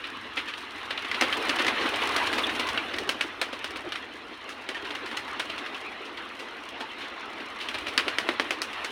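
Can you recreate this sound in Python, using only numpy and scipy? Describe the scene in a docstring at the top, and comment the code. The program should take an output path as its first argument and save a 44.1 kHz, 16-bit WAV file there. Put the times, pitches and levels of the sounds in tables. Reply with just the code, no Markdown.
"""A steady outdoor hum and a few ruffles of feathers, then pigeons leave a wooden loft on a flat roof.
They go one after another: feathers slide in a swish on each beat, wing tips meet in sharp claps,
and the walls answer each clap. Flight feathers squeak; air under a wing makes a few short, low whumps.
Behind them a broad rushing noise swells while the flock takes off."""
import sys
import numpy as np
from scipy import signal
from scipy.fft import rfft, irfft, next_fast_len
from scipy.io import wavfile
from scipy.ndimage import uniform_filter1d

SR = 44100
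rng = np.random.default_rng(int(sys.argv[2]) if len(sys.argv) > 2 else 0)


def dump_mix(stems):
    """Bounce the given channels to the path in sys.argv[1] as a 16-bit WAV at rate SR."""
    frames = np.atleast_2d(stems).T  # one column per channel
    limited = np.clip(frames, -1, 1)  # hard clip at full scale
    pcm = np.round(limited * 32767).astype(np.int16)
    wavfile.write(sys.argv[1], SR, pcm)


N = 392931
TIME = np.arange(N) / SR


def from_db(db):
    """Decibels to gain."""
    return 10 ** (np.asarray(db) / 20)


def unit_power(x):
    """Scale a signal to unit power."""
    return x / np.sqrt(np.mean(x ** 2) + 1e-20)


def automation(rows, lag_s=0):
    """Draw a curve through timed breakpoints, one for each column after the time."""
    times, *columns = np.transpose(rows)
    return [np.interp(TIME - lag_s, times, column) for column in columns]


def drift(rate_hz, size):
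    """A random wobble of unit power."""
    position = np.arange(size) * rate_hz / SR
    return unit_power(np.interp(position, np.arange(size), rng.standard_normal(size)))


def equalise(x, *curves):
    """Minimum-phase EQ: the sum of the curves, each drawn through (Hz, dB) points."""
    size = 2 * next_fast_len(len(x) // 2 + 1)
    log_hz = np.log(np.maximum(np.arange(size // 2 + 1) * SR / size, 1))
    gain_db = sum(np.interp(log_hz, np.log(hz), db) for hz, db in map(np.transpose, curves))
    cepstrum = irfft(np.log(from_db(gain_db)))
    cepstrum[1:size // 2] *= 2
    cepstrum[size // 2 + 1:] = 0  # no ringing ahead of an attack
    return irfft(rfft(x, size) * np.exp(rfft(cepstrum)))[:len(x)]


def add(out, start_s, sound):
    """Mix a sound in at its start time."""
    i = max(0, int(start_s * SR))
    out[i:i + len(sound)] += sound[:max(0, N - i)]


def grains(size, spread_db):
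    """Gritty noise: dense, tiny contacts of uneven strength."""
    noise = rng.standard_normal(size)
    return unit_power(noise * from_db(spread_db * np.clip(drift(2500, size), -2, 2)))


def air(eq, grain_db, flutter_db, flutter_hz):
    """Coloured noise with a fine grain and an irregular flutter."""
    noise = equalise(grains(N, grain_db), eq)
    return unit_power(noise * from_db(flutter_db * drift(flutter_hz, N)))


# The tone of the hum. Each row: frequency in Hz, gain in dB.
HUM_EQ = [(15, -42), (24, -23), (39, -12), (55, -3.5), (73, -0.5), (105, -3.5), (135, -2.5), (170, -13),
          (260, -50)]
# The fader moves of the hum. Each row: time in seconds, relative level in dB.
HUM_LEVELS = [(0.0, -61), (0.62, -64), (2.08, -54), (4.47, -65.5), (5.53, -59), (5.71, -66), (7.69, -65),
              (7.77, -58), (8.91, -64)]
def outdoor_hum(gain_db):
    """A distant rumble that runs under the whole scene."""
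    level_db, = automation(HUM_LEVELS)
    return from_db(gain_db + level_db) * air(HUM_EQ, grain_db=4, flutter_db=.5, flutter_hz=5.4)


# The rise and fall of the rush. Each row: time in seconds, relative level in dB.
RUSH_LEVELS = [(0.0, -39.5), (0.79, -38), (0.97, -36.5), (1.29, -30.5), (2.21, -28), (3.38, -39),
               (3.8, -39), (4.0, -41), (4.27, -43), (4.59, -41), (4.86, -38.5), (5.58, -37.5), (6.16, -41),
               (7.62, -39.5), (7.82, -37), (8.22, -35.5), (8.59, -38.5), (8.91, -36.5)]
def swell(amount, lag_s=0):
    """Gain that follows the rush around its calm level; amount scales the swing in dB."""
    calm_db = -40
    level_db, = automation(RUSH_LEVELS, lag_s)
    return from_db(amount * (level_db - calm_db))


def swirl(x, depth_db):
    """Narrow bands swell and fade on their own for some tens of milliseconds."""
    spectrum = signal.stft(x, nperseg=1024)[2]
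    patches = uniform_filter1d(rng.standard_normal(spectrum.shape), size=5, axis=0)  # across pitch
    patches = unit_power(uniform_filter1d(patches, size=3, axis=1))  # across time
    return unit_power(signal.istft(spectrum * from_db(depth_db * patches), nperseg=1024)[1][:N])


# The hollow left by the floor echo. Each row: time in seconds, centre in Hz, depth from 0 to 1.
FLOOR_NOTCH = [(0, 726, 0.5), (.5, 657, 0.55), (1.0, 517, 0.37), (1.25, 480, 0)]
def floor_notch(x, width_hz):
    """The echo off the floor cancels one band, which shifts as the listener turns."""
    hz, depth = automation(FLOOR_NOTCH)
    carrier = np.exp(2j * np.pi * np.cumsum(hz) / SR)
    pole = np.exp(-np.pi * width_hz / SR)
    band = 2 * np.real(carrier * signal.lfilter([1 - pole], [1, -pole], x / carrier))
    return x - np.clip(depth, 0, 1) * band


# The tones of the three layers of the rush. Each row: frequency in Hz, gain in dB.
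BODY_EQ = [(88, -69), (150, -19), (167, -21), (218, -5.5), (297, 0.5), (490, -3.5), (545, -6), (746, -7),
           (900, -10.5), (1170, -30), (1980, -120)]
MIDDLE_EQ = [(380, -29), (650, -4.5), (766, -2.5), (1100, 3), (1550, -0.2), (2030, 1), (2210, -2),
             (2810, -1), (3310, -5), (4210, -9.5), (4820, -22.5), (5260, -19), (6500, -29), (8450, -39.5),
             (14300, -120)]
RUSTLE_EQ = [(3240, -26), (5500, -8), (7350, -17), (9240, -8), (12600, -21), (15200, -18), (16000, -28)]
def rush(body_db, middle_db, rustle_db):
    """A swelling rush: a broad middle, a low body that trails it and a fine rustle on top."""
    body = swirl(air(BODY_EQ, grain_db=1.8, flutter_db=1.33, flutter_hz=25.03), depth_db=2)
    body *= from_db(body_db) * swell(amount=.84, lag_s=.14)
    middle = swirl(air(MIDDLE_EQ, grain_db=1.2, flutter_db=.63, flutter_hz=39.65), depth_db=2.5)
    middle *= from_db(middle_db) * swell(amount=.94)
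    rustle = air(RUSTLE_EQ, grain_db=.5, flutter_db=2.2, flutter_hz=35)
    rustle *= from_db(rustle_db) * swell(amount=1.3)
    return floor_notch(body + middle, width_hz=500) + rustle


# The tone of a struck wing. Each row: frequency in Hz, gain in dB.
WING_EQ = [(60, -28.5), (170, -33), (250, -3.5), (500, -3), (800, -4.5), (1300, 0.5), (2000, -1.5),
           (3000, 0), (4200, -4.5), (5500, -11), (7500, -21.5), (9200, -18.5), (13000, -33), (15500, -30.5)]
def wing(force, low_db, treble_db, crack_hz):
    """A force on the feathers: a broad blow has more lows, a blow of the tips more treble."""
    shelves = [(650, low_db), (1200, 0), (3800, 0), (6000, treble_db)]
    crack = [(crack_hz / 2, -3), (crack_hz, 2.5), (crack_hz * 2, -3)]
    unshelved = equalise(force, WING_EQ, crack)
    return equalise(force, WING_EQ, shelves, crack) / np.linalg.norm(unshelved)


def flicks(per_s, gain_db, spread_db, fade_s, treble_db):
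    """Countless small flicks of feathers and claws, louder when the flock is busy."""
    triggers = rng.random(N) < per_s / SR
    strength = from_db(spread_db * np.clip(rng.standard_normal(N), -2, 1.5))
    envelope = signal.lfilter([1], [1, -np.exp(-1 / (fade_s * SR))], triggers * strength + 1e-18)
    crackle = wing(envelope * rng.standard_normal(N), low_db=1, treble_db=treble_db, crack_hz=2700)
    return from_db(gain_db) * swell(amount=1.31) * unit_power(crackle)


# Slaps off the nearby floor and boards. Each row: typical delay in seconds, gain in dB.
ECHOES = [(.0036, -5.5), (0.0112, -13.5)]
def roof_echoes(x, build_s, tail_db=-5, near_s=.027, t60_s=.26):
    """Hard surfaces echo at once, with delays set by the bird's place; the walls add a diffuse tail."""
    t = TIME[:len(x)]
    near = np.exp(-(t / near_s) ** 4)  # dense reflections from the loft and parapet
    late = from_db(-120 * t / t60_s)  # a power, so this is 60 dB down at t60_s
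    decay = (near + late) * (1 - np.exp(-t / build_s)) ** 2
    tail_power = np.abs(signal.fftconvolve(x ** 2, decay / decay.sum())[:len(x)])
    out = x + from_db(tail_db) * np.sqrt(tail_power) * grains(len(x), spread_db=1)
    for delay_s, db in ECHOES:
        out += from_db(db) * np.interp(t - delay_s * rng.uniform(.8, 1.2), t, x, left=0)
    return out


def swish(low_db, treble_db, rise_s, fade_s, crack_hz):
    """Feathers slide over each other in a brief, grainy swish, each with a colour of its own."""
    t = TIME[:8192]
    force = grains(len(t), spread_db=5) * (1 - np.exp(-t / rise_s)) * np.exp(-t / fade_s)
    echoed = roof_echoes(force, build_s=.0055)
    return wing(echoed, low_db, treble_db, crack_hz * 2 ** rng.normal(0, .14))


# Single shakes of the feathers. Each row: start in seconds, relative level in dB,
# low trim in dB, treble trim in dB, fade time in seconds.
RUFFLES = [(.038, -30.5, -15, -23, .017), (.369, -23, -13, -22, 0.016), (.476, -29.5, -17, -18, .016),
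           (.536, -33, -20, -23, 0.0052), (.578, -37.5, -9, -11, .004), (1.592, -21.5, -6, -21, 0.02),
           (1.807, -26, -9, -17, 0.029), (2.222, -26, -13, -19, 0.036), (2.327, -25, -4, -14, .017),
           (2.937, -29, -2.5, -20, 0.0051), (3.92, -29.5, -14, -15, 0.0059), (3.953, -29.5, -8, -18, .008),
           (4.488, -36.5, -13, -8, .016), (4.745, -36, -4, -16, 0.0064), (4.905, -32, -2.5, -18, .007),
           (5.111, -35, -5, -17, .014), (6.05, -39, -15, -15, .013), (6.171, -35.5, -13, -19, 0.013),
           (6.39, -35.5, -10, -11, 0.032), (6.804, -32, -2, -16, 0.0096), (7.005, -32, -14, -20, 0.036),
           (7.4, -38, -2, -22, .005), (7.6, -29, -14, -17, 0.039), (7.742, -28.5, -3, -19, 0.0083),
           (7.865, -29, -5.5, -18, 0.0065)]
def ruffles(gain_db, low_db, treble_db):
    """A bird shakes or stretches a wing: one swish with a soft attack."""
    out = np.zeros(N)
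    for start_s, db, low, treble, fade_s in RUFFLES:
        ruffle = swish(low + low_db, treble + treble_db, rise_s=.0018, fade_s=fade_s, crack_hz=2420)
        add(out, start_s, from_db(db + gain_db) * ruffle)
    return out


# Runs of wing beats. Each row: first and last beat in seconds, number of beats,
# relative levels of the first and last in dB, low trim in dB, treble trim in dB.
FLIGHTS = [(.905, 1.046, 3, -26.5, -31.5, -10, -19), (1.142, 1.325, 3, -27.5, -23.5, -8, -21),
           (1.493, 1.68, 3, -28, -26, -5, -19), (1.859, 2.016, 3, -27, -26.5, -5, -23),
           (2.16, 2.493, 4, -28, -28, -11, -14), (2.595, 2.687, 2, -26, -29, -7, -10),
           (3.416, 3.758, 4, -31.5, -34, -2.5, -14.5), (4.69, 4.847, 3, -38.5, -34.5, -4.5, -16),
           (4.95, 5.392, 5, -31.5, -45, -10, -14), (5.497, 5.745, 4, -32, -35.5, -8, -16),
           (7.687, 8.845, 12, -33.5, -36, -6.5, -11.5)]
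def wing_beats(gain_db, low_db, treble_db):
    """A swish on every beat; each run slows down as its level ramps from first beat to last."""
    slowing = 1.018  # each gap over the one before
    out = np.zeros(N)
    for first_s, last_s, beats, first_db, last_db, low, treble in FLIGHTS:
        stretch = slowing ** np.arange(round(beats)) - 1
        for progress in stretch / stretch[-1]:
            start_s = first_s + progress * (last_s - first_s)
            db = first_db + progress * (last_db - first_db)
            beat = swish(low + low_db, treble + treble_db, rise_s=.0011, fade_s=.0068, crack_hz=2500)
            add(out, start_s, from_db(db + gain_db) * beat)
    return out


# Beats on which the wings meet. Each row: cue in seconds, relative level in dB,
# low trim in dB, treble trim in dB, quill rattle time in seconds.
CLAPS = [(1.1137, -25.5, -19, -20, .005), (1.21, -21.5, -8, -8.5, .006), (1.221, -21.5, 1, -20, .003),
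         (1.493, -24.5, -14, -10.5, 0.0053), (1.6464, -28, -11, -15, .002), (1.6652, -25.5, -5, -16, .006),
         (1.68, -22, -8, -17, 0.0045), (2.163, -27.5, 1, -6, 0.0044), (2.3834, -27.5, -3.5, -19, 0.0031),
         (2.775, -26, -15, -23, 0.0037), (2.9842, -29.5, -6.5, -9.5, .004), (3.091, -22.5, -10, -9, .006),
         (3.209, -22, -12, -13.5, 0.0064), (3.414, -24, -11, -11, .005), (3.6423, -32.5, -10, -10, .006),
         (4.689, -31, -8, -13, .003), (5.1702, -29.5, -22, -10.5, 0.0045), (5.3954, -26, -8, -12, 0.0082),
         (7.686, -32, -13, -12, .003), (7.9764, -17, -11.5, -15.5, 0.0037),
         (8.08, -25.5, -6.5, -14, 0.0039), (8.1842, -22.5, -8, -12.5, 0.0018),
         (8.289, -22.5, -2.5, -21.5, .002), (8.397, -21.5, -5, -16.5, .002),
         (8.5065, -24.5, -4.5, -12, .003), (8.6172, -29, -7, -3.5, .003), (8.8454, -32, -15, -8.5, .003)]
def wing_claps(gain_db, low_db, treble_db, rattle_db, delay_s):
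    """The wings meet in one sharp snap, then the quills slap together for a few milliseconds."""
    out, t = np.zeros(N), TIME[:10240]
    for cue_s, db, low, treble, rattle_s in CLAPS:
        force = from_db(rattle_db) * grains(len(t), spread_db=3.5) * np.exp(-(t / rattle_s) ** 2)
        force[0] -= 1  # the snap
        crack_hz = 2660 * 2 ** (.027 * treble)  # a duller clap cracks lower
        clap = wing(roof_echoes(force, build_s=.0031), low + low_db, treble + treble_db, crack_hz)
        add(out, cue_s + delay_s, from_db(db + gain_db) * clap)
    return out


def glide(length_s, start_hz, end_hz, jitter, jitter_hz, overtone_db):
    """A short, unsteady sliding tone with a weak second harmonic."""
    size = int(length_s * SR)
    hz = np.geomspace(start_hz, end_hz, size) * (1 + jitter * drift(jitter_hz, size))
    phase = 2 * np.pi * np.cumsum(hz) / SR
    tone = np.sin(phase) + from_db(overtone_db) * np.sin(2 * phase)
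    return signal.windows.tukey(size, .8) * tone


# Feather whistles. Each row: start and length in seconds, first and last pitch in Hz, level in dB.
SQUEAKS = [(2.02, 0.036, 1150, 783, -28), (2.075, 0.053, 1272, 967, -27), (2.15, .043, 1260, 1054, -29),
           (2.205, .037, 1028, 957, -26), (2.43, 0.026, 3440, 3450, -21.5), (2.774, 0.016, 2920, 2690, -22),
           (4.742, 0.034, 1860, 1784, -31), (5.83, 0.085, 2460, 2440, -36), (6.81, 0.053, 928, 883, -35.5)]
def feather_squeaks():
    """Flight feathers whistle and squeak in brief, thin tones."""
    out = np.zeros(N)
    for start_s, length_s, start_hz, end_hz, db in SQUEAKS:
        squeak = glide(length_s, start_hz, end_hz, jitter=.052, jitter_hz=887, overtone_db=-35)
        add(out, start_s, from_db(db) * squeak)
    return out


# Puffs of air on a downstroke. Each row: start and length in seconds, first pitch in Hz, level in dB.
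WHUMPS = [(2.985, 0.058, 423, -32.5), (3.067, 0.027, 430, -31.5), (3.237, 0.032, 403, -33.5),
          (3.834, 0.043, 657, -37), (3.855, 0.039, 428, -31.5), (4.815, .042, 436, -37),
          (5.023, .04, 473, -35.5), (8.055, 0.043, 448, -32.5)]
def wing_whumps(fall_ratio):
    """Short, low, hoot-like whumps of air under a wing, all sinking by the same interval."""
    out = np.zeros(N)
    for start_s, length_s, hz, db in WHUMPS:
        whump = glide(length_s, hz, hz * fall_ratio, jitter=.14, jitter_hz=449, overtone_db=-10)
        add(out, start_s, from_db(db) * whump)
    return out


def scene():
    """The birds on the roof over a bed of hum and rush, in mono."""
    mix = outdoor_hum(gain_db=-.7)
    mix += rush(body_db=-46, middle_db=-40, rustle_db=-68)
    mix += flicks(per_s=30, gain_db=-56.5, spread_db=3.5, fade_s=.0045, treble_db=9)
    mix += ruffles(gain_db=27.5, low_db=9.5, treble_db=15.5)
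    mix += wing_beats(gain_db=27.6, low_db=9.5, treble_db=14.5)
    mix += wing_claps(gain_db=28.5, low_db=10.5, treble_db=14, rattle_db=-9.5, delay_s=.0007)
    mix += feather_squeaks()
    mix += wing_whumps(fall_ratio=.795)
    return mix[None]


def record(dry):
    """The microphone has a narrow dip in the bass; the top is cut above 16 kHz."""
    dipped = equalise(dry[0], [(125, 2.0), (155, -8.5), (195, -0.5)])
    high_cut = signal.ellip(10, .2, 70, 16000, fs=SR, output="sos")
    return signal.sosfilt(high_cut, dipped)[None]


dry = scene()
out = record(dry)
dump_mix(out)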